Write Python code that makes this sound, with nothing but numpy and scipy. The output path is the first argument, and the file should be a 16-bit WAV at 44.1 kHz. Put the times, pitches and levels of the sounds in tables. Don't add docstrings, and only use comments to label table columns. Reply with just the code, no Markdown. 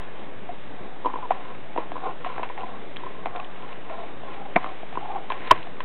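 import sys
import numpy as np
from scipy import signal
from scipy.io import wavfile
from scipy.ndimage import uniform_filter1d

SR = 44100
rng = np.random.default_rng(int(sys.argv[2]) if len(sys.argv) > 2 else 0)


def decibels_to_gain(level_db):
    exponent = np.asarray(level_db, float) / 20
    return 10 ** exponent


def generate_wav(sig):
    pcm = np.round(np.clip(np.atleast_2d(sig).T, -1, 1) * 32767).astype(np.int16)
    wavfile.write(sys.argv[1], SR, pcm)


N = 257544

# pitch in Hz, width in Hz, level in dB.
SKULL_NOTES = [
    (1040, 130, 0),
    (480, 200, -7),
    (1320, 150, -12),
]


def evened(x):
    return x / np.sqrt(np.mean(x ** 2) + 1e-20)


def peaked(x):
    return x / np.abs(x).max()


def add(mix, s, sound):
    part = mix[round(s * SR):][:len(sound)]
    part += sound[:len(part)]


def band(x, lo_hz, hi_hz):
    return signal.sosfilt(signal.butter(2, [lo_hz, hi_hz], "bandpass", fs=SR, output="sos"), x)


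def resonate(x, hz, width):
    turn = np.exp(2j * np.pi * np.cumsum(hz * np.ones(len(x))) / SR)
    r = np.exp(-np.pi * width / SR)
    smooth = signal.lfilter([1 - r], [1, -r], x / turn + 1e-18)
    return 2 * (turn * smooth).real


def yard():
    # pitch in Hz, level in dB per Hz.
    yard_colour = [(41, -37), (70, -11), (178, -4.5), (467, -3.5), (852, -7.5), (925, -9.5), (1170, -10.5),
                   (1380, -15.5), (1600, -13), (3750, -21.5), (4880, -58), (8250, -120)]
    frames, hz = N // 128 + 5, np.fft.rfftfreq(512, 1 / SR)
    a, b, patches = rng.standard_normal((frames, 257, 3)).T
    patches = uniform_filter1d(patches, 6, 0)
    patches = evened(uniform_filter1d(patches, 30, 1))
    f, level_db = np.transpose(yard_colour)
    colour_db = np.interp(np.log(hz + 1), np.log(f + 1), level_db)
    z = (a + 1j * b) * decibels_to_gain(colour_db[:, None] + 1.3 * patches)
    hiss = signal.istft(z, nperseg=512, noverlap=384)[1][:N]
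    return decibels_to_gain(-42) * evened(band(hiss, 56, 9000))


def held(t, start, hold, rise_db_per_s, fall_db_per_s):
    before = np.maximum(start - t, 0)
    after = np.maximum(t - start - hold, 0)
    return decibels_to_gain(-rise_db_per_s * before - fall_db_per_s * after)


def strokes():
    # start in seconds, hold in seconds, pressure in dB,
    # mouth cavity pitch in Hz, reach in dB (above 0 front teeth, below 0 back teeth).
    grinding = [(0, 0.014, -44, 690, 1.5), (0.808, 0.072, -46, 736, -2.5), (1.088, 0.15, -43, 834, -3),
                (1.361, 0.055, -43, 767, 1), (1.469, .05, -44, 714, 3.5), (1.799, 0.024, -39.5, 870, 0),
                (2.059, 0.015, -31.5, 749, -0.5), (2.276, 0.14, -39.5, 741, 5.5),
                (2.439, .03, -45.5, 785, -10), (2.591, 0.064, -39.5, 735, -2.5),
                (2.681, 0.092, -44.5, 715, 1), (3.002, 0.35, -51, 770, 8), (3.349, 0.051, -37, 731, -2.5),
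                (3.63, .1, -45, 820, 2.5), (3.909, 0.12, -39, 677, -4), (4.29, .03, -41.5, 847, 2.5),
                (4.409, 0.021, -40.5, 802, -7.5), (4.609, .1, -41.5, 733, -1.5),
                (5.0, 0.06, -40.5, 775, -7), (5.1, 0.086, -37.5, 790, -9.5), (5.33, 0.045, -41.5, 800, 1),
                (5.429, 0.059, -42.5, 745, 2.5), (5.54, 0.036, -45, 786, 9.5)]
    # start in seconds, hold in seconds, level in dB.
    scrapes = [(0, 0.19, -52.5), (0.795, .06, -53), (1.072, .06, -56.5), (1.364, 0.17, -48),
               (1.79, 0.031, -52), (2.055, 0.049, -53), (2.272, 0.07, -45.5), (2.583, .08, -50.5),
               (2.97, 0.16, -53), (3.674, 0.055, -47), (3.892, 0.18, -49.5), (4.293, 0.044, -45.5),
               (4.404, 0.047, -52.5), (4.588, .12, -45.5), (4.92, 0.31, -52.5), (5.342, .06, -50),
               (5.423, 0.15, -40), (5.63, .2, -54)]
    t = np.arange(0, N + 64, 64) / SR
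    start, hold, press_db, hz, reach_db = np.transpose(grinding)[:, :, None]
    press = decibels_to_gain(press_db) * held(t, start, hold, 270, 262)
    cavity = press / decibels_to_gain(reach_db / 2)
    skull = press * decibels_to_gain(reach_db / 2)
    start, hold, scrape_db = np.transpose(scrapes)[:, :, None]
    rasp = decibels_to_gain(scrape_db) * held(t, start, hold, 138.5, 138.5)
    pitch = (cavity * hz).sum(0) / cavity.sum(0)
    curves = cavity.max(0), pitch, skull.max(0), rasp.max(0)
    return [np.interp(np.arange(N) / SR, t, c) for c in curves]


def grind():
    cavity_gain, cavity_hz, skull_gain, rasp_gain = strokes()
    happens = rng.random(N) < 1500 / SR
    strength = decibels_to_gain(2.2 * np.minimum(rng.exponential(1, N), 4))
    slips = happens * strength * rng.choice([-1, 1], N)
    clumps = uniform_filter1d(rng.standard_normal(N), 400)
    clumps = evened(uniform_filter1d(clumps, 400))
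    slips = slips * decibels_to_gain(2.0 * clumps)
    cavity = resonate(resonate(slips, cavity_hz, 120), cavity_hz, 270)
    skull = sum(decibels_to_gain(db) * resonate(resonate(slips, hz, w), hz, 280) for hz, w, db in SKULL_NOTES)
    rasp = band(slips, 930, 2400)
    return cavity_gain * evened(cavity) + skull_gain * evened(skull) + rasp_gain * evened(rasp)


def crack(db, hz, thud_db, splinter_db, t60, noise):
    t = np.arange(len(noise)) / SR
    t60 = np.clip(t60, .008, .3)
    blow = (t == 0) * 12.0 + noise * decibels_to_gain(-60 * t / (0.98 * t60))
    cavity = peaked(resonate(resonate(blow, hz, 2.4 / t60), hz, 670))
    cavity = cavity * decibels_to_gain(-70 * (t / t60) ** 2)
    skull_hz, skull_width = SKULL_NOTES[0][:2]
    skull = peaked(resonate(blow, skull_hz, skull_width))
    muzzle = band(cavity + decibels_to_gain(-21) * skull, 460, 1200)
    thud = peaked(band(band(blow, 290, 610), 130, 600))
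    splinters = (t == 0) * 7.1 + noise[::-1] * decibels_to_gain(-60 * t / (3.6 * t60))
    splinters = peaked(band(band(splinters, 1200, 3400), 940, 2700))
    return decibels_to_gain(db) * (muzzle + decibels_to_gain(thud_db - 0.5) * thud + decibels_to_gain(splinter_db - 2.0) * splinters)


def cracks():
    # start in seconds, peak in dB, mouth cavity pitch in Hz, ring time (60 dB) in seconds.
    side_cracks = [(.491, -27, 715, 0.086), (1.187, -27, 895, 0.043), (1.226, -30.5, 1002, 0.16),
                   (1.3062, -19.5, 700, .02), (1.317, -18, 1000, 0.035), (1.7765, -17, 962, 0.052),
                   (1.919, -18, 689, 0.0072), (1.98, -25, 834, 0.012), (2.381, -20, 786, .025),
                   (2.578, -27, 845, 0.038), (2.634, -29, 1000, 0.076), (3.036, -26, 950, 0.032),
                   (3.269, -23, 750, 0.023), (3.378, -42, 760, .039), (5.057, -27.5, 830, 0.046),
                   (5.15, -24, 810, .03), (5.181, -26, 797, 0.019), (5.5085, -10.5, 1060, 0.0087)]
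    molar_cracks = [(1.048, -20.5, 973, 0.048), (1.066, -16, 930, 0.03), (1.1, -28, 1017, .026),
                    (1.139, -22, 970, 0.024), (1.158, -20.5, 1020, 0.036), (1.255, -26, 970, 0.04),
                    (1.762, -18.5, 778, 0.016), (1.804, -29, 930, .023), (1.956, -26, 1010, 0.037),
                    (1.966, -23, 1070, .021), (2.056, -31, 1080, 0.057), (2.075, -22, 759, .016),
                    (2.396, -17.5, 703, 0.007), (2.424, -29.5, 690, 0.033), (3.065, -26.5, 1030, 0.036),
                    (4.235, -26.5, 753, 0.013), (4.662, -21, 1136, 0.019), (4.831, -25, 678, 0.016),
                    (4.9733, -16, 994, 0.025)]
    # as for the side, then jaw thud in dB.
    full_bites = [
        (1.058, -14.5, 996, 0.097, -4.5),
        (1.3078, -9, 787, 0.038, -14),
        (1.783, -26, 1010, 0.058, 9.5),
        (4.5596, -15, 610, 0.024, -0.5),
        (4.5629, -7.5, 731, 0.031, -5.5),
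        (5.5107, 4.5, 1030, .022, -17),
        (5.5136, 2.5, 1030, .014, -17),
        (5.5161, -8.5, 625, 0.023, -3.5),
    ]
    tip_cracks = [(2.2471, -20, 1110, 0.017), (2.262, -24.5, 727, .065), (2.432, -19.5, 976, .034),
                  (2.481, -46, 640, .033), (2.499, -28, 1010, .061), (2.9672, -35, 1100, 0.0099),
                  (3.2587, -16, 786, .012), (3.3597, -26, 1034, .015), (3.898, -28, 990, 0.018),
                  (4.644, -19, 1080, .014), (4.927, -29.5, 748, .032), (4.955, -25.5, 958, .024),
                  (5.303, -17, 1025, .053), (5.3203, -20, 833, .018), (5.671, -29, 753, .012),
                  (5.805, -23, 1030, 0.028)]
    # thud in dB, splinters in dB, strength of the slips after the snap
    rows = [(*r, -13, -9.5, 0.5) for r in side_cracks]
    rows += [(*r, -7.5, -16, 0.5) for r in molar_cracks]
    rows += [(*r, -12.5, -3.5, 0.5) for r in tip_cracks]
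    rows += [(*r, -9.5 + 0.52 * r[1], 0.25) for r in full_bites]
    out, noise = np.zeros(N), rng.standard_normal((len(rows), 4000))
    for (s, db, hz, t60, thud_db, splinter_db, slips), n in zip(rows, noise):
        add(out, s - .0006, crack(db, hz, thud_db, splinter_db, t60, slips * n))
    return out


def chips():
    # start in seconds, peak in dB, pitch in Hz.
    flying_chips = [(1.06, -32.5, 3230), (1.311, -28, 2000), (1.777, -29, 2280), (1.779, -39, 2880),
                    (2.2478, -41, 3370), (2.381, -25, 1460), (2.401, -33, 1945), (2.4313, -33, 2600),
                    (2.491, -31, 2240), (2.578, -27, 1740), (2.608, -33.5, 2660), (2.9625, -27, 2400),
                    (2.9688, -23, 3330), (2.9681, -32.5, 1700), (3.259, -34, 2580), (3.3616, -29, 2380),
                    (3.364, -33, 3800), (3.381, -34, 2330), (3.4, -29, 2500), (3.446, -33.5, 3100),
                    (3.624, -35, 2560), (3.73, -34, 2400), (4.5608, -9, 1770), (4.5634, -8.5, 2000),
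                    (5.3013, -30.5, 3650), (5.321, -22, 2700), (5.4216, -34, 2040), (5.63, -29.5, 2860),
                    (5.806, -29, 2900), (5.805, -24.5, 1590)]
    # start in seconds, peak in dB, pitch in Hz, ring time (60 dB) in seconds.
    head_jolts = [
        (4.5588, -18, 202, 0.033),
        (4.569, -17, 990, 0.065),
        (5.509, -24.5, 102.7, 0.032),
        (5.517, -28, 337, 0.0225),
        (5.519, -16, 1676, 0.02),
        (5.5263, -29, 1050, 0.0067),
    ]
    rows = [(*r, .010) for r in flying_chips] + [tuple(r) for r in head_jolts]
    out, t = np.zeros(N), np.arange(2000) / SR
    for (s, db, hz, t60), n in zip(rows, rng.standard_normal((len(rows), 2000))):
        t60 = np.clip(t60, .004, .06)
        blow = (t == 0) * 8.0 + n * decibels_to_gain(-60 * t / t60)
        tick = resonate(resonate(blow, hz, 6 / t60), hz, 0.4 * hz)
        add(out, s - .0003, decibels_to_gain(db) * peaked(tick))
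    return out


def fence(x):
    taps = np.zeros(6000)
    at = np.arange(100, 5980, 20)
    taps[at + rng.integers(0, 20, len(at))] = rng.choice([-1., 1.], len(at))
    t = np.arange(6000) / SR
    low = signal.lfilter([.15], [1, -.85], taps)
    treble = taps - low
    tail = low * decibels_to_gain(-60 * t / 0.064) + 0.19 * treble * decibels_to_gain(-60 * t / 0.027)
    return signal.oaconvolve(x, tail / np.linalg.norm(tail))[:N]


def scene():
    bites = cracks() + chips()
    return (yard() + grind() + bites + decibels_to_gain(-18.0) * fence(bites))[None]


def top_cut(x):
    return signal.sosfilt(signal.butter(12, 16300, fs=SR, output="sos"), x)


def record(dry):
    edge_hz, offset, ceiling = 4150, -.0549, .71
    lowpass = signal.firwin(301, edge_hz, window=("kaiser", 9), fs=SR)
    narrow = signal.oaconvolve(dry, lowpass[None], "same")
    clipped = np.clip(narrow + offset, -ceiling, ceiling)
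    return top_cut(clipped)


dry = scene()
out = record(dry)
generate_wav(out)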